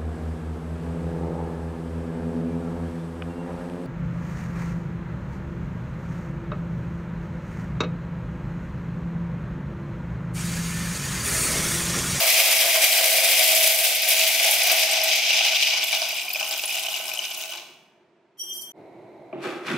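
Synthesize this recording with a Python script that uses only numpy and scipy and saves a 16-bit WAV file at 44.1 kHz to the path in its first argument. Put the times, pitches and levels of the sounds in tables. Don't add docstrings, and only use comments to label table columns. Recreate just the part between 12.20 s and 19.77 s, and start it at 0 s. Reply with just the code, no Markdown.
import sys
import numpy as np
from scipy import signal
from scipy.fft import rfft, irfft, next_fast_len
from scipy.io import wavfile
from scipy.ndimage import uniform_filter1d

SR = 44100
rng = np.random.default_rng(int(sys.argv[2]) if len(sys.argv) > 2 else 0)


def int16_out(signal):
    q = np.round(np.clip(np.atleast_2d(signal).T, -1, 1) * 32767)
    wavfile.write(sys.argv[1], SR, q.astype(np.int16))


N = 334013
TIME = np.arange(N) / SR

# [f/Hz, density/(dB per Hz)]
CAFE_BEFORE = [(18, -71.5), (30, -43.5), (92, -26), (142, -14), (202, -12), (270, -14), (311, -13.5),
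               (350, -1.5), (478, -18), (652, -10.5), (770, -19), (910, -13.5), (1130, -22), (2310, -25.5),
               (9000, -51), (11700, -79), (19800, -120)]
# [t/s, level/dB]
CAFE_BEFORE_DB = [(0, -58), (5.5, -59), (6.15, -63.5), (6.25, -57), (6.52, -54)]
# [f/Hz, density/(dB per Hz)]
CAFE_AFTER = [(24, -63), (40, -48), (138, -10), (263, -14), (346, -0.5), (478, -12), (643, -6),
              (933, -15.5), (1170, -27), (1780, -32.5), (2110, -22.5), (2710, -37), (3350, -42),
              (4030, -36.5), (4600, -46), (5040, -47.5), (15000, -60)]
# [f/Hz, T60/s]
CAFE_T60 = [(100, 0.15), (1000, 1), (4000, 0.67), (15000, 0.57)]
# [f/Hz, side re mid level/dB]
SIDE_DB = [(60, -29.5), (130, -25.5), (290, -15.5), (640, -13.5), (1410, -10.5), (3100, -6), (6820, -3.5),
           (15000, -10)]
# [f/Hz, left re right level/dB]
LEFT_DB = [(60, -1.2), (130, -1), (290, -1.5), (640, -1), (1410, 0), (3100, 1), (6820, 5.5), (15000, -1.5)]
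# [f/Hz, phase lead of left/rad]
LEFT_LEADS = [(100, -0.15), (300, -0.3), (600, -0.3), (2580, -0.03), (4050, -0.2), (5250, -0.1),
              (6290, -0.2), (8000, -0.1)]

# [t/s, peak level/dB]
LID_TAP = [(7.128, -25), (7.193, -43)]
# [f/Hz, width/Hz, rubbed level/dB, tapped level/dB]
LID = [(141.5, 13, -4.5, -26), (188, 17, -3.5, -22), (268, 56, -4.5, -3.5), (352, 25, 3.5, -3),
       (522, 26, -10.5, -7), (634, 33, -13, 9.5), (807, 74, -12.5, -1), (1150, 85, -14, -5),
       (1300, 63, -11, -23), (1550, 110, -12, -25), (1980, 130, -13, -25), (2370, 125, -11.5, -8.5),
       (2566, 66, -13.5, -16), (3500, 94, -17, -34)]
# [f/Hz, density/(dB per Hz)]
LID_HISS = [(530, -37), (900, -9), (1200, 0.5), (1690, -7), (2360, -23), (2860, -3.5), (4770, -18),
            (9510, -29), (15500, -47)]
# [t of full pressure/s, body level/dB, build-up/s,
#  thud re body level/dB, scrape re body level/dB]
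LID_PUSHES = [(7.135, -33.5, 0.0087, -11, -31), (7.258, -28.5, 0.038, -13, -2.5),
              (7.32, -36.5, 0.02, -10, -7), (7.488, -33, 0.03, 1, 6), (7.508, -36, 0.01, 4.5, 4)]

# [t/s, first, second, third long mode rms level/dB, upper modes level/dB]
SLIDE = [(6.172, -63, -74, -76, -77), (6.184, -61, -65, -64, -53), (6.198, -38.5, -37, -55, -46),
         (6.216, -42, -33, -50, -44), (6.276, -43, -49, -55, -50), (6.298, -39, -45, -52, -44),
         (6.312, -31.5, -52, -47, -50), (6.33, -39, -46, -38, -45), (6.348, -43, -49, -56, -42),
         (6.37, -41, -53, -51, -40), (6.402, -41, -46, -53, -46), (6.42, -48, -60, -50, -38),
         (6.456, -46, -56, -56, -51), (6.498, -46, -58, -51, -58), (6.516, -49, -60, -53, -58),
         (6.522, -52, -65, -60, -64)]
# [t/s, peak level/dB]
JOLTS = [(6.223, -32), (6.342, -29), (6.365, -29), (6.416, -30)]
# [f/Hz, width/Hz]
SINGING = [(3168, 13.4), (5665, 18), (6005, 28)]
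# [f/Hz, width/Hz, level/dB]
METAL = [(4330, 43, -29), (4870, 99, -27), (6680, 73, -31), (8820, 63, -18), (8900, 64, -17),
         (10460, 120, -22), (11100, 250, -32), (11650, 56, -25), (12200, 150, -29), (12450, 60, -16),
         (13100, 95, -19), (13500, 160, -22), (13900, 56, -20)]

# [t/s, rate/(beans per s), heap height/(0-1)]
STREAM = [(0, 9000, 0), (1.7, 8000, 0.11), (2.7, 6000, 0.32), (3.5, 2800, 0.7), (4.1, 2000, 0.86),
          (5.0, 1500, 1), (5.34, 800, 1), (5.43, 500, 0.8), (5.58, 300, 0.9)]
# [t/s, wall rattle level/dB, bean ticks re wall level/dB]
POUR = [(0, -20, -2.5), (.6, -22, -2), (1.2, -20, -1.5), (1.7, -22.5, 0), (1.79, -25, -14),
        (1.862, -22, -3.5), (2.1, -20.5, -3), (2.55, -20, -9), (2.751, -21, -13.5), (3.15, -18, -14),
        (3.45, -21, -12), (3.6, -22.5, -16), (3.66, -28, -5), (3.85, -22.5, -8), (4.05, -34.5, 0),
        (4.5, -26, -2), (4.95, -33.5, 1), (5.3, -33, -2.5), (5.36, -52, 2), (5.43, -51, -6),
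        (5.58, -68, -19)]
# [t/s, peak level/dB, ring f/Hz, bowl re peak level/dB]
LOUD_BEANS = [(0.4124, -15, 2390, -12.5), (0.6384, -5.5, 2420, -16), (0.8095, -15.5, 2400, -13.5),
              (0.9832, -10, 2440, -16), (1.1757, -19, 2420, -30.5), (1.2064, -8, 2310, -15.5),
              (1.3484, -12, 2300, -27.5), (1.8207, -13, 2480, -17.5), (1.8916, -15, 2830, -20),
              (1.9515, -13, 2720, -17.5), (2.0124, -7, 2640, -31.5), (2.0656, -5, 3000, -26),
              (2.2144, -17, 4950, -15), (2.2413, -26, 2680, -21), (2.4185, -8, 2420, -18.5),
              (2.4967, -6, 2470, -15), (2.8154, -5, 5200, -24), (2.9138, -10, 3200, -19.5),
              (3.1048, -6, 2720, -23), (3.1554, -11, 5100, -22), (3.2074, -6, 2800, -14.5),
              (3.261, -14, 2880, -32), (3.3244, -11, 2880, -14), (3.365, -7, 2800, -42),
              (3.4251, -6, 2420, -28), (3.491, -24, 2710, -31), (3.5344, -7.5, 2290, -19.5),
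              (3.5728, -16, 2870, -23), (3.594, -11.5, 5080, -17.5), (3.6364, -10, 3400, -27),
              (3.709, -8.5, 2880, -33), (3.7274, -5, 2370, -22), (3.7703, -8.5, 2880, -26.5),
              (3.8182, -7, 4900, -14), (3.8904, -13, 2640, -19.5), (3.9698, -15, 2450, -37),
              (3.9065, -12, 2330, -28), (3.928, -14, 2920, -17), (3.983, -9.5, 2470, -40),
              (3.9923, -20, 2800, -30), (4.004, -28, 2800, -28.5), (4.048, -27, 5100, -16.5),
              (4.0808, -11.5, 2360, -36), (4.1017, -12.5, 2460, -30), (4.1305, -18, 5000, -26),
              (4.137, -12.5, 4840, -30), (4.147, -10, 2570, -30), (4.157, -7.5, 2470, -21.5),
              (4.1956, -11, 2840, -28), (4.209, -11, 2590, -13), (4.2277, -11, 2760, -34),
              (4.263, -23, 2860, -32), (4.2995, -34, 2870, -23.5), (4.3104, -12, 5030, -20),
              (4.347, -19, 2980, -20), (4.378, -18, 3230, -25), (4.394, -15, 2600, -31),
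              (4.4368, -11.5, 2820, -17), (4.4927, -14, 2520, -30), (4.508, -11, 2500, -27),
              (4.5434, -14, 2830, -18), (4.567, -13, 2930, -26), (4.6474, -13, 2540, -19),
              (4.6638, -12, 2940, -26.5), (4.6843, -11.5, 2980, -19), (4.724, -37, 5300, -24),
              (4.7402, -9.5, 2850, -35), (4.7681, -18, 2320, -26), (4.8004, -27, 2800, -6),
              (4.8394, -21, 2346, -25), (4.8813, -16, 5230, -19), (4.915, -13, 2520, -33),
              (4.9384, -13.5, 5900, -21), (4.9731, -14, 2960, -21), (4.9901, -5.5, 2930, -28),
              (5.034, -26, 3000, -26), (5.0496, -19, 3030, -22), (5.066, -34, 2880, -15),
              (5.1098, -19, 3030, -20), (5.1726, -18, 2800, -16), (5.2035, -20.5, 2920, -19),
              (5.247, -26, 2700, -12), (5.2922, -18.5, 2960, -21), (5.311, -25, 2960, -20),
              (5.3204, -18.5, 2930, -22), (5.335, -21, 2520, -21.5), (5.373, -21, 4100, -23),
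              (5.3971, -26, 3100, -19), (5.428, -36, 2500, -10)]
# [t/s, peak level/dB, ring f/Hz]
PINGS = [(0.5357, -33.5, 14000), (0.6412, -6.5, 12800), (0.8989, -12.5, 11700), (1.3473, -12, 13800),
         (1.4646, -16, 11000), (1.5773, -16, 12800), (1.7489, -10.5, 11750), (1.8193, -11.5, 14400),
         (1.8871, -5.5, 14900), (1.931, -13, 12500), (2.0762, -8, 13500), (2.2418, -26, 12000),
         (2.286, -17.5, 12600), (2.31, -8.5, 10400), (2.31, -5.5, 12800), (2.336, -10, 12500),
         (2.4324, -9.5, 10240), (2.4693, -11, 15000), (2.516, -6, 13300), (2.562, -14.5, 14500),
         (2.593, -10, 12000), (2.7117, -12.5, 8300), (2.835, -7, 11750), (2.957, -15, 11800),
         (3.265, -23, 13300), (3.4496, -24.5, 14700), (3.6396, -12.5, 13300), (3.671, -18.5, 13200),
         (3.7214, -24.5, 10500), (3.7828, -18.5, 13500), (3.8876, -17, 13500), (3.9429, -27, 9760),
         (4.0914, -16, 13700), (4.133, -9.5, 13800), (4.2024, -29, 9000), (4.2872, -17.5, 14200),
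         (4.376, -14.5, 15400), (4.4189, -21, 14000), (4.4562, -10, 10500), (4.5027, -24.5, 13700),
         (4.5705, -24.5, 13200), (4.7002, -27, 12900), (4.7671, -23, 13000), (4.9362, -18, 12100),
         (4.9826, -22, 8940), (5.103, -24, 12600), (5.1756, -12.5, 15400), (5.291, -29, 8200),
         (5.3203, -28, 15600)]
# [f/Hz, density/(dB per Hz)]
WALL_EMPTY = [(1000, -45), (1700, -16), (2130, -1), (2420, -6), (2630, -6), (3290, -5), (4190, -10),
              (4910, -9.5), (6020, -11), (6610, -13), (12400, -10), (15100, -13), (15700, -11.5)]
# [f/Hz, density/(dB per Hz)]
WALL_FULL = [(1000, -51), (1700, -29), (1970, -22.5), (2420, -4), (2840, -5.5), (3580, -8), (4230, -15),
             (5050, -11.5), (7460, -15), (9680, -17.5), (10400, -20.5), (11100, -17), (15700, -19)]
# [f/Hz, width/Hz, level/dB, gain when full/dB]
WALL_MODES = [(2327, 99, -2.5, -5.5), (2482, 140, -2.5, -4), (2900, 152, -9.5, 5), (3960, 56, -7.5, 0.5),
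              (4860, 82, -3.5, -5.5), (5175, 75, -6.5, -2), (5480, 52, -10, -3), (6026, 130, -7, -6)]
# [f/Hz, width/Hz, level/dB, gain when full/dB]
BOWL = [(140.9, 7.8, -29, 7.5), (206, 13, -35.5, 17), (284, 6.5, -39, 20.5), (346.5, 9.1, -15, -2.5),
        (539.3, 26, -5, -9.5), (619.4, 23, 3, -7), (644.1, 24, 5, -7), (676, 32, 0.5, -6),
        (736.6, 31, 1, 1.5), (814, 51, -9, 9.5), (919, 33, -23.5, 18), (1046, 30, -22.5, 21),
        (1173, 51, -22, 13.5), (1307, 80, -25, 16), (1498, 47, -13, 11), (1610, 120, -10.5, -9.5)]
# [t/s, level/dB]
BOWL_LEVEL = [(0.0, -25.5), (0.07, -28), (0.1, -37.5), (0.2, -29.5), (0.24, -32), (0.29, -29),
              (0.39, -38.5), (0.42, -30.5), (0.445, -25.5), (0.49, -28), (0.525, -40), (0.555, -25.5),
              (0.65, -35), (0.68, -36), (0.82, -28.5), (0.9, -34.5), (0.945, -29.5), (0.98, -37.5),
              (1.015, -25.5), (1.065, -31), (1.18, -33), (1.22, -29), (1.245, -38), (1.32, -27.5),
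              (1.36, -33), (1.73, -33.5), (1.81, -46.5), (1.85, -33), (2.08, -32), (2.15, -36.5),
              (2.21, -32), (2.41, -32.5), (2.53, -25.5), (2.58, -35.5), (2.85, -31), (2.93, -37),
              (3.34, -37), (3.41, -48), (3.58, -38.5), (3.7, -47.5), (3.73, -37.5), (3.79, -45.5),
              (3.82, -38), (3.99, -52), (4.05, -45), (4.1, -46.5), (4.22, -45.5), (4.25, -51), (4.31, -44),
              (5.36, -53), (5.45, -70)]
# [lower f/Hz, upper f/Hz]
HOLLOW_BAND_HZ = [609.4, 740.4]

CAFE_AFTER_DB = -46
MIC_HISS_DB, MIC_HISS_HZ = -82, 6000
CUT_S, FADE_OUT_S, FADE_IN_FROM_S, FADE_IN_S = 6.521, .003, 6.528, 0.06
CUTOFF_HZ = 16000
BUILD_DB, EASE_DB_PER_S = 14, 129
SCRAPE_LEAD_S, THUD_LAG_S = 0.0065, 0.0096
HISS_LEAD_SHARE, HISS_BUILD_DB, HISS_RE_SCRAPE_DB, HISS_EASE_DB_PER_S = 0.72, 34, -14, 106
STEADINESS, METAL_RIGHT_SHARE = 0.8, 0.22
SURGE_DB, SURGE_FULL_DB, JERK_FULL_DB = 1.45, 0.8, 2
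BOWL_SWAY_DB = 0.27
CLUMP_WALL_DB, CLUMP_BOWL_DB, CLUMP_TICK_DB, CLUMP_FADE_DB_PER_S = -14.5, -9, -13, 281.5
EMPTY_RING_DB = 12.5
HOLLOW_STEADINESS, HOLLOW_DB = 0.29, -2.5


def from_db(db):
    return 10 ** (np.asarray(db) / 20)


def at_hz(points, hz):
    f, value = np.transpose(points)
    return np.interp(np.log(hz), np.log(f), value)


def at_times(rows, s):
    t, *columns = np.transpose(rows)
    return [np.interp(s, t, c) for c in columns]


def bank(low_hz, high_hz, count):
    return np.geomspace(low_hz, high_hz, count)


def low_pass(x, hz, order):
    return signal.sosfilt(signal.butter(order, hz, fs=SR, output="sos"), x)


def high_pass(x, hz):
    return signal.sosfilt(signal.butter(4, hz, "high", fs=SR, output="sos"), x)


def band_pass(x, band_hz, order=2):
    return signal.sosfilt(signal.butter(order, band_hz, "band", fs=SR, output="sos"), x)


def wobble(size):
    return uniform_filter1d(rng.standard_normal(N), size) * np.sqrt(size)


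def capped_chance(count):
    return np.minimum(rng.exponential(1, count), 3)


def contacts(t0, t1, per_s, spread_db):
    per_s = per_s * np.ones(N)
    hit = (rng.random(N) < per_s / SR) & (TIME > t0) & (TIME < t1)
    size = from_db(spread_db * capped_chance(N))
    size_db = 20 * np.log10(size / np.sqrt(np.mean(size ** 2) * per_s / SR))
    return TIME[hit], size_db[hit]


def strike(s, level_db, hz, width_hz):
    clicks = np.full((2, N), 1e-18)
    luck = rng.standard_normal((len(s), 4)).T
    clicks[:, (s * SR).astype(int)] = from_db(level_db + 2.18 * luck[:2]) * np.sign(luck[2:])
    r = np.exp(-np.pi * width_hz / SR)
    zeros = [(1 - r * r) / 2, 0, (r * r - 1) / 2]
    poles = [1, -2 * r * np.cos(2 * np.pi * hz / SR), r * r]
    mid, other = signal.lfilter(zeros, poles, clicks)
    slope = np.gradient(mid) / np.sin(2 * np.pi * min(hz, 8000) / SR)
    ahead = np.tan(at_hz(LEFT_LEADS, hz) / 2) * slope * (hz < 8000)
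    lean = np.tanh(at_hz(LEFT_DB, hz) * np.log(10) / 40)
    return np.array([mid, from_db(at_hz(SIDE_DB, hz)) * other + lean * mid + ahead])


def singles(s, peak_db, ring_hz, cycles):
    out, t = np.zeros((2, N)), np.arange(2000) / SR
    chance = rng.uniform(-0.87, 1, (len(s), 3))
    for at, db, hz, (a, b, lean) in zip((s * SR).astype(int), peak_db, ring_hz, chance):
        pair = np.sin(2 * np.pi * hz * (1 + 0.023 * a) * t)
        pair += 0.26 * np.sin(2 * np.pi * hz * (1 + 0.056 * b) * t)
        swell = (1 - np.exp(-t * hz / 3.2)) ** 2
        ring = from_db(db - 60 * (t * hz / cycles) ** 1.19) * pair * swell
        side = lean * from_db(at_hz(SIDE_DB, hz) + 2.5)
        out[:, at:at + len(t)] += ring * np.array([[1], [side]])
    return out


def with_clumps(s, stream_db, lead_s, lead_db):
    power = np.zeros(N)
    power[(lead_s * SR).astype(int)] = from_db(2 * lead_db)
    power = signal.lfilter([1], [1, -from_db(-2 * CLUMP_FADE_DB_PER_S / SR)], power + 1e-18)
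    return 10 * np.log10(from_db(2 * stream_db) + power[(s * SR).astype(int)])


def steady(x, share):
    swell = np.abs(signal.hilbert(x[0], next_fast_len(N))[:N]) / np.sqrt(2)
    busy = np.sqrt(np.mean(swell[swell > swell.max() / 20] ** 2))
    smooth = uniform_filter1d(swell, size=200) / busy
    return x / busy / (smooth + 0.1) ** np.clip(share, 0, 1)


def mic_hiss():
    return from_db(MIC_HISS_DB) * low_pass(rng.standard_normal(N), MIC_HISS_HZ, 1)


def cafe_hum(spectrum, level_db):
    hz = np.maximum(np.arange(N // 2 + 1) * SR / N, 1)
    gain = from_db(at_hz(spectrum, hz)) * from_db([0 * hz, at_hz(SIDE_DB, hz)])
    noise = irfft(rfft(rng.standard_normal((2, N))) * gain, N)
    noise[1] -= 0.08 * noise[0]
    return from_db(level_db) * noise / np.std(noise[0])


def cafe_echo(x):
    size = next_fast_len(N + SR)
    hz = np.maximum(np.arange(size // 2 + 1) * SR / size, 1)
    t60, out = np.clip(at_hz(CAFE_T60, hz), .05, 1.5), []
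    for row in x:
        combs = 0
        for k, lag in enumerate(rng.uniform(.015, .05, 10)):
            loop = from_db(-60 * lag / t60) * np.exp(-2j * np.pi * hz * lag)
            combs = combs + (-1) ** k * loop / (1 - loop)
        for lag in rng.uniform(.001, .006, 3):
            turn = np.exp(-2j * np.pi * hz * lag)
            combs = combs * (turn - .6) / (1 - .6 * turn)
        out.append(irfft(rfft(row, size) * combs, size)[:N])
    return np.array(out) / np.sqrt(10)


def pressure_db(s, peak_db, lag_s, climb_db, ease):
    at, _, build_s, *_ = np.transpose(LID_PUSHES)
    since = s[:, None] - at - lag_s
    shape = np.where(since < 0, climb_db * since / np.maximum(build_s, .002), -ease * since)
    return 10 * np.log10(np.sum(from_db(peak_db + shape) ** 2, axis=1) + 1e-20)


def lid():
    s, size_db = contacts(LID_TAP[0][0], 8, 2000, spread_db=0.0)
    _, body, build_s, thud, rough = np.transpose(LID_PUSHES)
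    body_db = pressure_db(s, body, 0, BUILD_DB, EASE_DB_PER_S)
    thud_db = pressure_db(s, body + thud, THUD_LAG_S, BUILD_DB, EASE_DB_PER_S)
    scrape_db = pressure_db(s, body + rough, -SCRAPE_LEAD_S, BUILD_DB, EASE_DB_PER_S)
    hiss_peak_db, hiss_lag_s = body + rough + HISS_RE_SCRAPE_DB, -HISS_LEAD_SHARE * build_s
    hiss_db = pressure_db(s, hiss_peak_db, hiss_lag_s, HISS_BUILD_DB, HISS_EASE_DB_PER_S)
    tap_s, tap_db = np.transpose(LID_TAP)
    modes = scrape = 0
    for hz in bank(960, 15000, count=14):
        band_db = scrape_db + 9.0 if hz < 4000 else hiss_db + 23.0
        scrape = scrape + strike(s, band_db + size_db + at_hz(LID_HISS, hz), hz, 0.11 * hz)
    for hz, width, rubbed_db, tapped_db in LID:
        if hz < 305:
            rub_db = thud_db + 26.5
        elif hz < 950:
            rub_db = body_db + 22
        else:
            rub_db = scrape_db + 22.0
        modes = modes + strike(s, size_db + rub_db + rubbed_db, hz, width)
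        tapped = strike(tap_s, tap_db + tapped_db + 33.5, hz, width)
        modes = modes + band_pass(tapped, [0.88 * hz, 1.2 * hz], 1)
    return high_pass(low_pass(modes, 3300, 8) + scrape, 125)


def sliding_metal():
    start_s = SLIDE[0][0]
    s, size_db = contacts(start_s, SLIDE[-1][0], 6000, spread_db=5.5)
    jolt_s, jolt_db = np.transpose(JOLTS)
    upper_db = with_clumps(s, at_times(SLIDE, s)[3] - 2.5, jolt_s, jolt_db - 20.0) + size_db
    hiss = 0
    for hz in bank(5200, 14500, count=7):
        hiss = hiss + strike(s, upper_db + 3.9 * np.log2(hz / 12000) + 1.5, hz, 0.12 * hz)
    out = low_pass(high_pass(hiss, 5000), 14500, 4)
    for hz, width, db in METAL:
        mode = strike(s, upper_db + db + 33.0, hz, width)
        out += band_pass(mode, [.94 * hz, 1.06 * hz])
    lead = np.arange(start_s - .05, start_s, .001)
    for (hz, width), level_db in zip(SINGING, at_times(SLIDE, TIME)):
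        mode = strike(np.r_[lead, s], np.r_[0 * lead + 8, size_db], hz, width)
        mode = steady(band_pass(mode, [.97 * hz, 1.03 * hz]), STEADINESS)
        out += from_db(level_db) * (TIME > start_s) * band_pass(mode, [.978 * hz, 1.022 * hz])
    out[1] -= METAL_RIGHT_SHARE * out[0]
    return out


def hollow_tone(s, size_db, heap):
    tone = 0
    for hz, width, db, full_db in BOWL:
        if 630 < hz < 750:
            tone = tone + strike(s, size_db + db + full_db * heap, hz, width)
    tone = band_pass(tone, HOLLOW_BAND_HZ)
    slow = np.sqrt(uniform_filter1d(tone[0] ** 2, size=20000) + 1e-6)
    even = band_pass(steady(tone / slow, HOLLOW_STEADINESS), HOLLOW_BAND_HZ)
    return from_db(at_times(BOWL_LEVEL, TIME)[0] + HOLLOW_DB) * even


def bowl_knocks(s, bowl_db, heap):
    loud_s, peak_db, _, loud_bowl_db = np.transpose(LOUD_BEANS)
    bowl = 0
    for hz, width, db, full_db in BOWL:
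        empty_db = (900 < hz < 1400) * EMPTY_RING_DB * np.exp(-heap / .06)
        rain_db = bowl_db + full_db * heap + empty_db + 19 - 9.0 * (580 < hz < 770)
        loud_db = peak_db + loud_bowl_db + 36 - 6.0 * (hz > 900) - 10.5 * (hz < 580)
        bowl = bowl + strike(np.r_[s, loud_s], np.r_[rain_db, loud_db] + db, hz, width)
    return high_pass(bowl, 105)


def wall_rattle(s, wall_db, tick_db, heap):
    loud_s, peak_db, ring_hz, _ = np.transpose(LOUD_BEANS)
    ping_s, ping_db, ping_hz = np.transpose(PINGS)
    pitch_hz = 1600 * 2 ** rng.uniform(0, 3.39, len(s))
    wall = 0
    for hz in bank(1797, 15960, count=52):
        colour_db = (1 - heap) * at_hz(WALL_EMPTY, hz) + heap * at_hz(WALL_FULL, hz)
        hard = np.clip(np.log2(hz / 6000) / 0.43, 0, 1)
        pitch_db = np.maximum(-400 * np.log2(hz / pitch_hz) ** 2, -19)
        rain_db = (1 - hard) * wall_db + hard * (tick_db + 3.0) + colour_db
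        rain_db += pitch_db + 21.5 - 2.82 * heap
        clack_db = peak_db + 7.5 - 39.0 * np.abs(np.log2(hz / ring_hz))
        high_db = ping_db + 2.5 - 12.0 * np.abs(np.log2(hz / ping_hz))
        times, levels_db = np.r_[s, loud_s, ping_s], np.r_[rain_db, clack_db, high_db]
        wall = wall + strike(times, levels_db, hz, 0.037 * hz)
    for hz, width, db, full_db in WALL_MODES:
        wall = wall + strike(s, wall_db + db + full_db * heap + 10.5, hz, width)
    wall = wall + singles(loud_s, peak_db - 2.0, ring_hz, cycles=42.0)
    wall = wall + singles(ping_s, ping_db - 9.0, ping_hz, cycles=360.0)
    wall = wall + singles(loud_s, peak_db - 18.0, 2.08 * ring_hz, cycles=130.0)
    return high_pass(wall, 1850)


def beans():
    surge, jerk, sway = wobble(size=900), wobble(size=3500), wobble(size=5000)
    per_s = np.clip(at_times(STREAM, TIME)[0], 30, 15000)
    s, size_db = contacts(0, POUR[-1][0], per_s, spread_db=0.5)
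    heap, at = np.clip(at_times(STREAM, s)[1], 0, 1), (s * SR).astype(int)
    loud_s, peak_db, _, loud_bowl_db = np.transpose(LOUD_BEANS)
    ping_s, ping_db, _ = np.transpose(PINGS)
    stream_db, tick_re_db = at_times(POUR, s)
    uneven_db = size_db + (SURGE_DB + SURGE_FULL_DB * heap) * surge[at]
    uneven_db += JERK_FULL_DB * heap * jerk[at]
    wall_db = uneven_db + with_clumps(s, stream_db, loud_s, peak_db + CLUMP_WALL_DB)
    wall_db += heap * 2.6 * (capped_chance(len(s)) - 1.6)
    tick_db = uneven_db + with_clumps(s, stream_db + tick_re_db, ping_s, ping_db + CLUMP_TICK_DB)
    reach_db = heap * 4.3 * (capped_chance(len(s)) - 1.8)
    bowl_db = at_times(BOWL_LEVEL, s)[0] + BOWL_SWAY_DB * sway[at]
    bowl_db = with_clumps(s, bowl_db, loud_s, peak_db + loud_bowl_db + CLUMP_BOWL_DB)
    bowl_db += uneven_db + reach_db
    wall, bowl = wall_rattle(s, wall_db, tick_db, heap), bowl_knocks(s, bowl_db, heap)
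    return wall + bowl + hollow_tone(s, uneven_db + reach_db, heap)


def scene():
    pour, metal, cover = beans(), sliding_metal(), lid()
    hum = cafe_hum(CAFE_BEFORE, at_times(CAFE_BEFORE_DB, TIME)[0])
    first = pour + metal + cafe_echo(from_db(-8.0) * pour + from_db(-11) * metal) + hum
    second = cover + from_db(-5.5) * cafe_echo(cover) + cafe_hum(CAFE_AFTER, CAFE_AFTER_DB)
    second[0] += mic_hiss()
    fade_out = np.clip((CUT_S - TIME) / FADE_OUT_S, 0, 1)
    fade_in = np.clip((TIME - FADE_IN_FROM_S) / FADE_IN_S, 0, 1)
    mid, side = fade_out * first + fade_in * second
    return np.array([mid + side, mid - side])


def record(dry):
    return signal.sosfilt(signal.cheby2(20, 55, CUTOFF_HZ, fs=SR, output="sos"), dry)


dry = scene()
out = record(dry)
int16_out(out)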